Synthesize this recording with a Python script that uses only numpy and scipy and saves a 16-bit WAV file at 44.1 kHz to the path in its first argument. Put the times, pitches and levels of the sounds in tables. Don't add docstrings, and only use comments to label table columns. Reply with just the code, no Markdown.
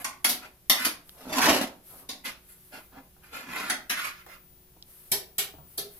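import sys
import numpy as np
from scipy import signal
from scipy.fft import rfft, irfft, next_fast_len
from scipy.io import wavfile
from scipy.ndimage import map_coordinates

SR = 44100
rng = np.random.default_rng(int(sys.argv[2]) if len(sys.argv) > 2 else 0)


def transcribe(signal):
    frames = np.atleast_2d(signal).T
    limited = np.clip(frames, -1, 1)
    pcm = np.round(limited * 32767).astype(np.int16)
    wavfile.write(sys.argv[1], SR, pcm)


N = 264159


def amp(db):
    return 10 ** (np.asarray(db) / 20)


def unit(x):
    return x / np.sqrt(np.mean(x ** 2) + 1e-20)


def peak_at(x, db):
    return amp(db) * x / np.abs(x).max()


def along(points, hz):
    freqs, values = np.transpose(points)
    return np.interp(np.log(hz + 1), np.log(freqs + 1), values)


def filtered(x, response):
    n = x.shape[-1]
    size = next_fast_len(n + SR // 4)
    return irfft(rfft(x, size) * response(np.fft.rfftfreq(size, 1 / SR)), size)[..., :n]


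def colour(points):
    def response(hz):
        cepstrum = irfft(np.log(amp(along(points, hz))))
        return np.exp(rfft(2 * cepstrum[:len(hz) - 1], len(cepstrum)) - cepstrum[0])
    return response


def resonant(modes):
    return lambda hz: sum((-1) ** k * amp(db) * 1j * hz * width / (pitch**2 - hz**2 + 1j * hz * width)
                          for k, (pitch, width, db) in enumerate(modes))


def wobble(rate):
    points = rng.standard_normal(int(N * rate / SR) + 4)
    return map_coordinates(points, [np.arange(N) * rate / SR])


def grains(size, rate, spread_db):
    chance, strength, sign = rng.random(size), rng.standard_normal(size), rng.choice([-1, 1], size)
    return (chance < rate / SR) * sign * amp(spread_db * np.clip(strength, -2, 2))


def gesture(start, length, attack, sag_db_per_s, t60):
    t = np.arange(N) / SR - start
    rise = np.sin(np.pi / 2 * np.clip(t / attack, 0, 1)) ** 2
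    return rise * amp(-sag_db_per_s * np.maximum(t - attack, 0) - 60 * np.maximum(t - length, 0) / t60)


def add(track, s, sound):
    start = max(round(s * SR), 0)
    track[:, start:start + sound.shape[-1]] += sound[..., :N - start]


# (frequency [Hz], likeness [0 to 1])
LIKENESS = [(60, 0.86), (250, 0.95), (500, 0.77), (850, 0.55), (1400, 0.14), (3000, 0.033)]
def diffuse(size):
    def shares(hz):
        angle = np.arccos(np.clip(along(LIKENESS, hz), -1, 1)) / 2
        return np.array([np.cos(angle), np.sin(angle)])
    mid, side = filtered(rng.standard_normal((2, size)), shares)
    return np.array([mid + side, mid - side])


# (frequency [Hz], time to fade by 60 dB [s])
ECHO_TIMES = [(100, 0.37), (400, 0.46), (1000, 0.35), (2800, 0.29), (7000, 0.24), (15000, 0.21)]
def room(direct_db, early_db, early_t60=0.036):
    hz, t, noise = signal.stft(diffuse(SR // 2), SR, nperseg=256)
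    decay = amp(-60 * t / along(ECHO_TIMES, hz)[:, None]) + amp(early_db - 60 * t / early_t60)
    path = signal.istft(noise * decay, SR, nperseg=256)[1]
    path /= np.linalg.norm(path[0])
    path[[0, 1], [4, 0]] += amp(direct_db)
    return path / np.linalg.norm(path[0])


def heard(x, path):
    return signal.fftconvolve(x[None], path, axes=1)[:, :len(x)]


def travelling(x, direct_db, early_db, step_s=0.12):
    hop = round(step_s * SR)
    out, fade = np.zeros((2, N)), signal.get_window("hann", 2 * hop)
    padded = np.pad(x, (hop, 2 * hop))
    for start in range(0, N, hop):
        piece = padded[start:start + 2 * hop] * fade
        if piece.any():
            sound = signal.fftconvolve(piece[None], room(direct_db, early_db), axes=1)
            add(out, (start - hop) / SR, sound[:, max(hop - start, 0):])
    return out


# (frequency [Hz], relative level [dB])
AIR_TONE = [(25, -3), (60, 1), (100, -8.5), (140, -2.5), (220, -13.5), (500, -17.5), (1200, -23.5),
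            (3500, -23.5), (8000, -26), (12000, -16.5), (14500, -24), (16000, -54)]
# (pitch [Hz], level [dB])
HUM_NOTES = [(183.0, -72), (366.1, -72)]
# (time [s], level [dB])
WHINE_SWELL = [(0, -83), (1.7, -76), (2.6, -75), (3.05, -67), (3.35, -76), (4.55, -63), (4.85, -71),
               (5.2, -62), (6, -64)]
def background():
    t, whine_hz = np.arange(N) / SR, 14999
    air = amp(-59.5) * unit(filtered(diffuse(N), colour(AIR_TONE)))
    hum = sum(amp(db + 1.1 * wobble(9.3)) * np.sqrt(2) * np.sin(2 * np.pi * hz * t)
              for hz, db in HUM_NOTES)
    whine_db = np.interp(t, *np.transpose(WHINE_SWELL)) + 2.1 * np.array([wobble(5), wobble(3)])
    return air + hum + amp(whine_db) * np.sin(2 * np.pi * whine_hz * t)


# (start [s], length [s], relative level [dB])
SLEEVE_BRUSHES = [(1.02, .27, -57), (1.812, 0.19, -50.5), (2.392, 0.47, -60), (4.832, 0.37, -55),
                  (5.632, 0.12, -56.5), (5.86, .13, -54.5)]
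def rustling():
    tone = colour([(1500, -10.5), (7000, -13), (11500, 2), (13000, 1.5), (16000, -23.5)])
    cloth = unit(filtered(diffuse(N), tone))
    arm = sum(amp(db) * gesture(s, length, attack=0.085, sag_db_per_s=0, t60=0.24)
              for s, length, db in SLEEVE_BRUSHES)
    return arm * amp(0.5 + wobble(23)) * cloth


# (time [s], relative pat level [dB], relative heel level [dB])
FOOTSTEPS = [(3.165, -58, -80), (4.263, -44, -82), (4.764, -56.5, -80), (5.538, -49, -52.5),
             (5.584, -48.5, -51.5)]
def footfalls():
    out, t = np.zeros((2, N)), np.arange(SR // 2) / SR
    for s, pat_db, heel_db in FOOTSTEPS:
        burst = rng.standard_normal(len(t)) * amp(-60 * t / 0.014)
        touch = heard(burst, room(direct_db=-32, early_db=3.5))
        pat = filtered(touch, colour([(100, -25), (280, 8), (800, 5.5), (1500, -8), (5000, -22)]))
        heel = filtered(touch, resonant([(70, 7.5, 9.5), (144, 31, 1.3)]))
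        add(out, s, peak_at(pat, pat_db + 6.5) + peak_at(heel, heel_db + 5.5))
    return out


# (time [s], relative level [dB], pitch [Hz], width [Hz])
DRY_TICKS = [(1.0937, -27, 3785, 6130), (4.8253, -26.5, 4180, 962)]
def ticks():
    out, t = np.zeros((2, N)), np.arange(SR // 4) / SR
    for s, db, hz, width in DRY_TICKS:
        burst = rng.standard_normal(len(t)) * amp(-60 * t / 0.0049)
        touch = heard(burst, room(direct_db=14.5, early_db=7))
        ring = filtered(touch, resonant([(hz, width, 0)]))
        tick = filtered(ring, resonant([(hz, 2.3 * width, 0)]))
        add(out, s, peak_at(tick, db - 4))
    return out


# (start [s], length [s], relative level [dB], extra rumble [dB], extra hiss [dB])
NOZZLE_STROKES = [(-0.02, 0.039, -48, 1, 5), (0.411, 0.039, -46, -6, -9), (0.755, .085, -33, -17, -3),
                  (0.842, 0.024, -31, -7, -8), (2.233, 0.054, -39, -7.5, -2.5), (2.474, .05, -61, -19, 10),
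                  (2.703, 0.082, -46.5, -4, -4.5), (2.908, 0.075, -57, 4.5, -22.5),
                  (3.203, 0.11, -57.5, -11, -3), (3.305, 0.098, -41.5, -8.5, -6.5),
                  (3.387, 0.11, -52, -2, -6), (3.469, 0.227, -35, -7, -6.5),
                  (3.934, 0.15, -33, -20.5, -7.5), (4.11, 0.1, -53, -29, -10),
                  (4.258, 0.09, -50.5, -25, -7)]
# (pitch [Hz], width [Hz], relative level [dB])
NOZZLE_NOTES = [(590, 51, -25), (1000, 110, -4.5), (1410, 180, 2), (1546, 75, 2), (1710, 170, 0),
                (2067, 85, 5.5), (2440, 200, 3), (3210, 770, -7.5)]
# (frequency [Hz], relative level [dB])
SCRAPE_TONE = [(450, -43.5), (850, -12.5), (1400, 9), (2400, -24), (3300, -3.5), (4600, -2), (7500, -11),
               (12000, -45.5)]
# (frequency [Hz], relative level [dB])
RUMBLE_TONE = [(45, -18.5), (70, -11.5), (110, -17.5), (160, -11), (200, -5.5), (262, 2.5), (390, -7),
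               (550, -2), (740, -2.5), (1050, -4.5), (1600, -11.5), (3000, -58.5)]
# (frequency [Hz], relative level [dB])
TREBLE_TONE = [(4000, -47), (7200, -7.5), (9500, -7.5), (10800, 2.5), (12500, -0.5), (14000, -12.5),
               (15500, -21.5), (16500, -33)]
def scraping():
    scrape, rumble, hiss = np.zeros((3, N))
    for s, length, db, rumble_db, hiss_db in NOZZLE_STROKES:
        stroke = amp(db) * gesture(s, length, attack=0.48 * length, sag_db_per_s=21, t60=0.14)
        scrape += stroke
        rumble += amp(rumble_db) * stroke
        hiss += amp(hiss_db) * stroke
    slips = grains(N, rate=4000, spread_db=7.5) * amp(1.2 * wobble(50))
    low = amp(3.1) * rumble * unit(filtered(slips, colour(RUMBLE_TONE)))
    head = amp(1.5) * unit(filtered(slips, resonant(NOZZLE_NOTES)))
    edge = amp(-3) * unit(filtered(grains(N, rate=3000, spread_db=5), colour(SCRAPE_TONE)))
    high = hiss * unit(filtered(slips, colour(TREBLE_TONE)))
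    return travelling(low + scrape * (head + edge) + high, direct_db=-11, early_db=12)


def blows(rows, notes, wall_tone, thump_gain_db, clack_gain_db, crack_gain_db,
          ring_db, ring_width_share, spread_s, snap_db, direct_db, early_db):
    out, t = np.zeros((2, N)), np.arange(SR // 2) / SR
    push = np.exp(-t / 0.00027)
    swell = 1 - np.exp(-t / spread_s)
    for s, db, thump_db, crack_db, ring_hz, chatter_s in rows:
        chatter = grains(len(t), rate=6000, spread_db=4) * amp(-60 * t / max(chatter_s, 0.004))
        snap = amp(snap_db) * rng.standard_normal(len(t)) * amp(-60 * t / 0.0034)
        path = room(direct_db, early_db)
        walls = filtered(heard(chatter * swell, path), colour(wall_tone))
        clack = walls + filtered(walls, resonant([(ring_hz, ring_width_share * ring_hz, ring_db)]))
        thump = filtered(heard(push, room(direct_db=-33, early_db=-21)), resonant(notes))
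        crack = filtered(heard(chatter + snap, path), colour(TREBLE_TONE))
        for part, part_db in [(clack, clack_gain_db), (thump, thump_db + thump_gain_db),
                              (crack, crack_db + crack_gain_db)]:
            strength = np.sqrt(np.mean(part[:, :SR // 25] ** 2))
            add(out, s, amp(db + part_db) * part / strength)
    return out


# (pitch [Hz], width [Hz], relative level [dB])
WAND_NOTES = [(151, 350, -13), (403.3, 20, 9), (414, 86, -0.5), (524, 87, -5), (650, 33, -1)]
# (frequency [Hz], relative level [dB])
WAND_TONE = [(450, -50), (750, 1), (1200, -3), (1900, 3), (2700, 0.5), (4600, 2.5), (6200, 3),
             (7300, -18.5), (9000, -15), (13000, -31)]
# (time [s], relative level [dB], extra thump [dB], extra crack [dB], ring [Hz], chatter [s])
WAND_TAPS = [(5.1159, -20, -23, 0.93, 4760, 0.02), (5.3813, -21.5, -27, 0, 3130, 0.031),
             (5.7763, -27.5, -18.5, 0.012, 4100, 0.036)]
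def tapping():
    return blows(WAND_TAPS, WAND_NOTES, WAND_TONE,
                 thump_gain_db=2.5, clack_gain_db=-8.5, crack_gain_db=-5.5,
                 ring_db=4.5, ring_width_share=0.4, spread_s=0.018, snap_db=-4,
                 direct_db=-16, early_db=-38.5)


# (pitch [Hz], width [Hz], relative level [dB])
BODY_NOTES = [(198, 42, -7.5), (259.2, 47, 2.5), (348, 210, -7.5), (624, 71, 0.5), (736.5, 15, 4.5),
              (855, 24, -6.5)]
# (frequency [Hz], relative level [dB])
SHELL_TONE = [(450, -35), (750, -6.5), (1100, -4.5), (1800, -4), (2900, -7), (4600, -4.5), (6200, -4.5),
              (7200, -11.5), (9000, -4), (13000, -38.5)]
# (time [s], relative level [dB], extra thump [dB], extra crack [dB], ring [Hz], chatter [s])
PLASTIC_KNOCKS = [(0.0437, -18, -20.5, -11, 1000, 0.012), (0.2437, -10, -18, -5, 2810, 0.026),
                  (0.2887, -16.5, -12, -2, 3860, 0.08), (0.6969, -5, -19, -8, 3740, 0.0084),
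                  (0.8477, -14.5, -21.5, -4, 4240, 0.025), (2.089, -23, -12.5, -12.5, 4000, 0.045),
                  (2.2485, -24, -17.5, -15.5, 2960, 0.1), (3.698, -13.5, -15, -10, 1844, 0.015),
                  (3.895, -14.5, -17.5, -10, 2120, 0.083)]
def knocking():
    return blows(PLASTIC_KNOCKS, BODY_NOTES, SHELL_TONE,
                 thump_gain_db=-13.5, clack_gain_db=-13.5, crack_gain_db=-9,
                 ring_db=11, ring_width_share=0.5, spread_s=0.00098, snap_db=-3,
                 direct_db=-19.5, early_db=-11)


# (time [s], relative level [dB])
WHEEL_DROPS = [(1.266, -34.5), (1.308, -31), (1.502, -19.5), (1.526, -16.5), (1.611, -19), (1.638, -24)]
def bumps():
    out, push = np.zeros((2, N)), np.exp(-np.arange(SR // 2) / SR / 0.0051)
    for s, db in WHEEL_DROPS:
        thud = filtered(heard(push, room(direct_db=11, early_db=1.5)), resonant(BODY_NOTES))
        add(out, s, peak_at(thud, db - 1.5))
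    return out


# (time [s], wheel speed [dB])
PULL_SPEED = [(1.12, -40), (1.25, -23), (1.335, -11.5), (1.42, -1), (1.529, -0.5), (1.585, -8),
              (1.64, -12.5), (1.70, -54), (1.80, -50)]
# (start [s], length [s], wheel speed [dB])
CREEP_SPEED = [(1.868, 0.15, -33.5)]
# (time [s], relative level [dB])
SHELL_JOLTS = [(1.325, -37.5), (1.369, -31.5), (1.611, -32.5)]
# (frequency [Hz], relative level [dB])
RATTLE_TONE = [(600, -39), (1200, -5), (1600, -5), (2600, -5), (3800, -6.5), (5800, -8.5), (8000, -22),
               (12000, -50.5)]
def rolling():
    speed = amp(np.interp(np.arange(N) / SR, *np.transpose(PULL_SPEED), left=-np.inf, right=-np.inf))
    speed += sum(amp(db) * gesture(s, length, attack=0.05, sag_db_per_s=7, t60=0.4)
                 for s, length, db in CREEP_SPEED)
    shake = sum(amp(db) * gesture(s, 0, attack=0.0028, sag_db_per_s=6, t60=0.18)
                for s, db in SHELL_JOLTS)
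    rattle_gain = np.hypot(amp(-23.5) * speed ** 1.29, shake)
    grit_gain = np.hypot(amp(-29.5) * speed ** 1.3, amp(-4) * shake)
    judder_hz = 35 * amp(2.7 * wobble(30))
    judder_count = np.floor(np.cumsum(judder_hz) / SR)
    judder = np.diff(judder_count, prepend=0) * amp(2 * wobble(39.68))
    boom = amp(-11.5) * unit(filtered(judder, resonant(BODY_NOTES)))
    tread = amp(1.2) * unit(filtered(grains(N, rate=1200, spread_db=4), colour(RUMBLE_TONE)))
    rumble = amp(-24) * speed * (boom + tread)
    dust = grains(N, rate=1200, spread_db=4) * amp(2.2 * wobble(60.1))
    rattle = amp(2.5) * rattle_gain * unit(filtered(dust, colour(RATTLE_TONE)))
    grit = amp(0.9) * grit_gain * unit(filtered(dust, colour(TREBLE_TONE)))
    return travelling(rumble + rattle + grit, direct_db=-6, early_db=8.5, step_s=0.06)


def scene():
    toy = knocking() + tapping() + rolling() + bumps() + scraping()
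    return toy + rustling() + footfalls() + ticks() + background()


# (frequency [Hz], right minus left [dB])
MIC_BALANCE = [(60, 2.5), (200, 1.5), (2400, 1.3), (4400, -1), (8000, 2), (10500, 3), (12500, -5),
               (15000, -16.5)]
def record(dry):
    top_hz = 16200
    return filtered(dry, lambda hz: amp(np.outer([-0.5, 0.5], along(MIC_BALANCE, hz))) * (hz < top_hz))


dry = scene()
out = record(dry)
transcribe(out)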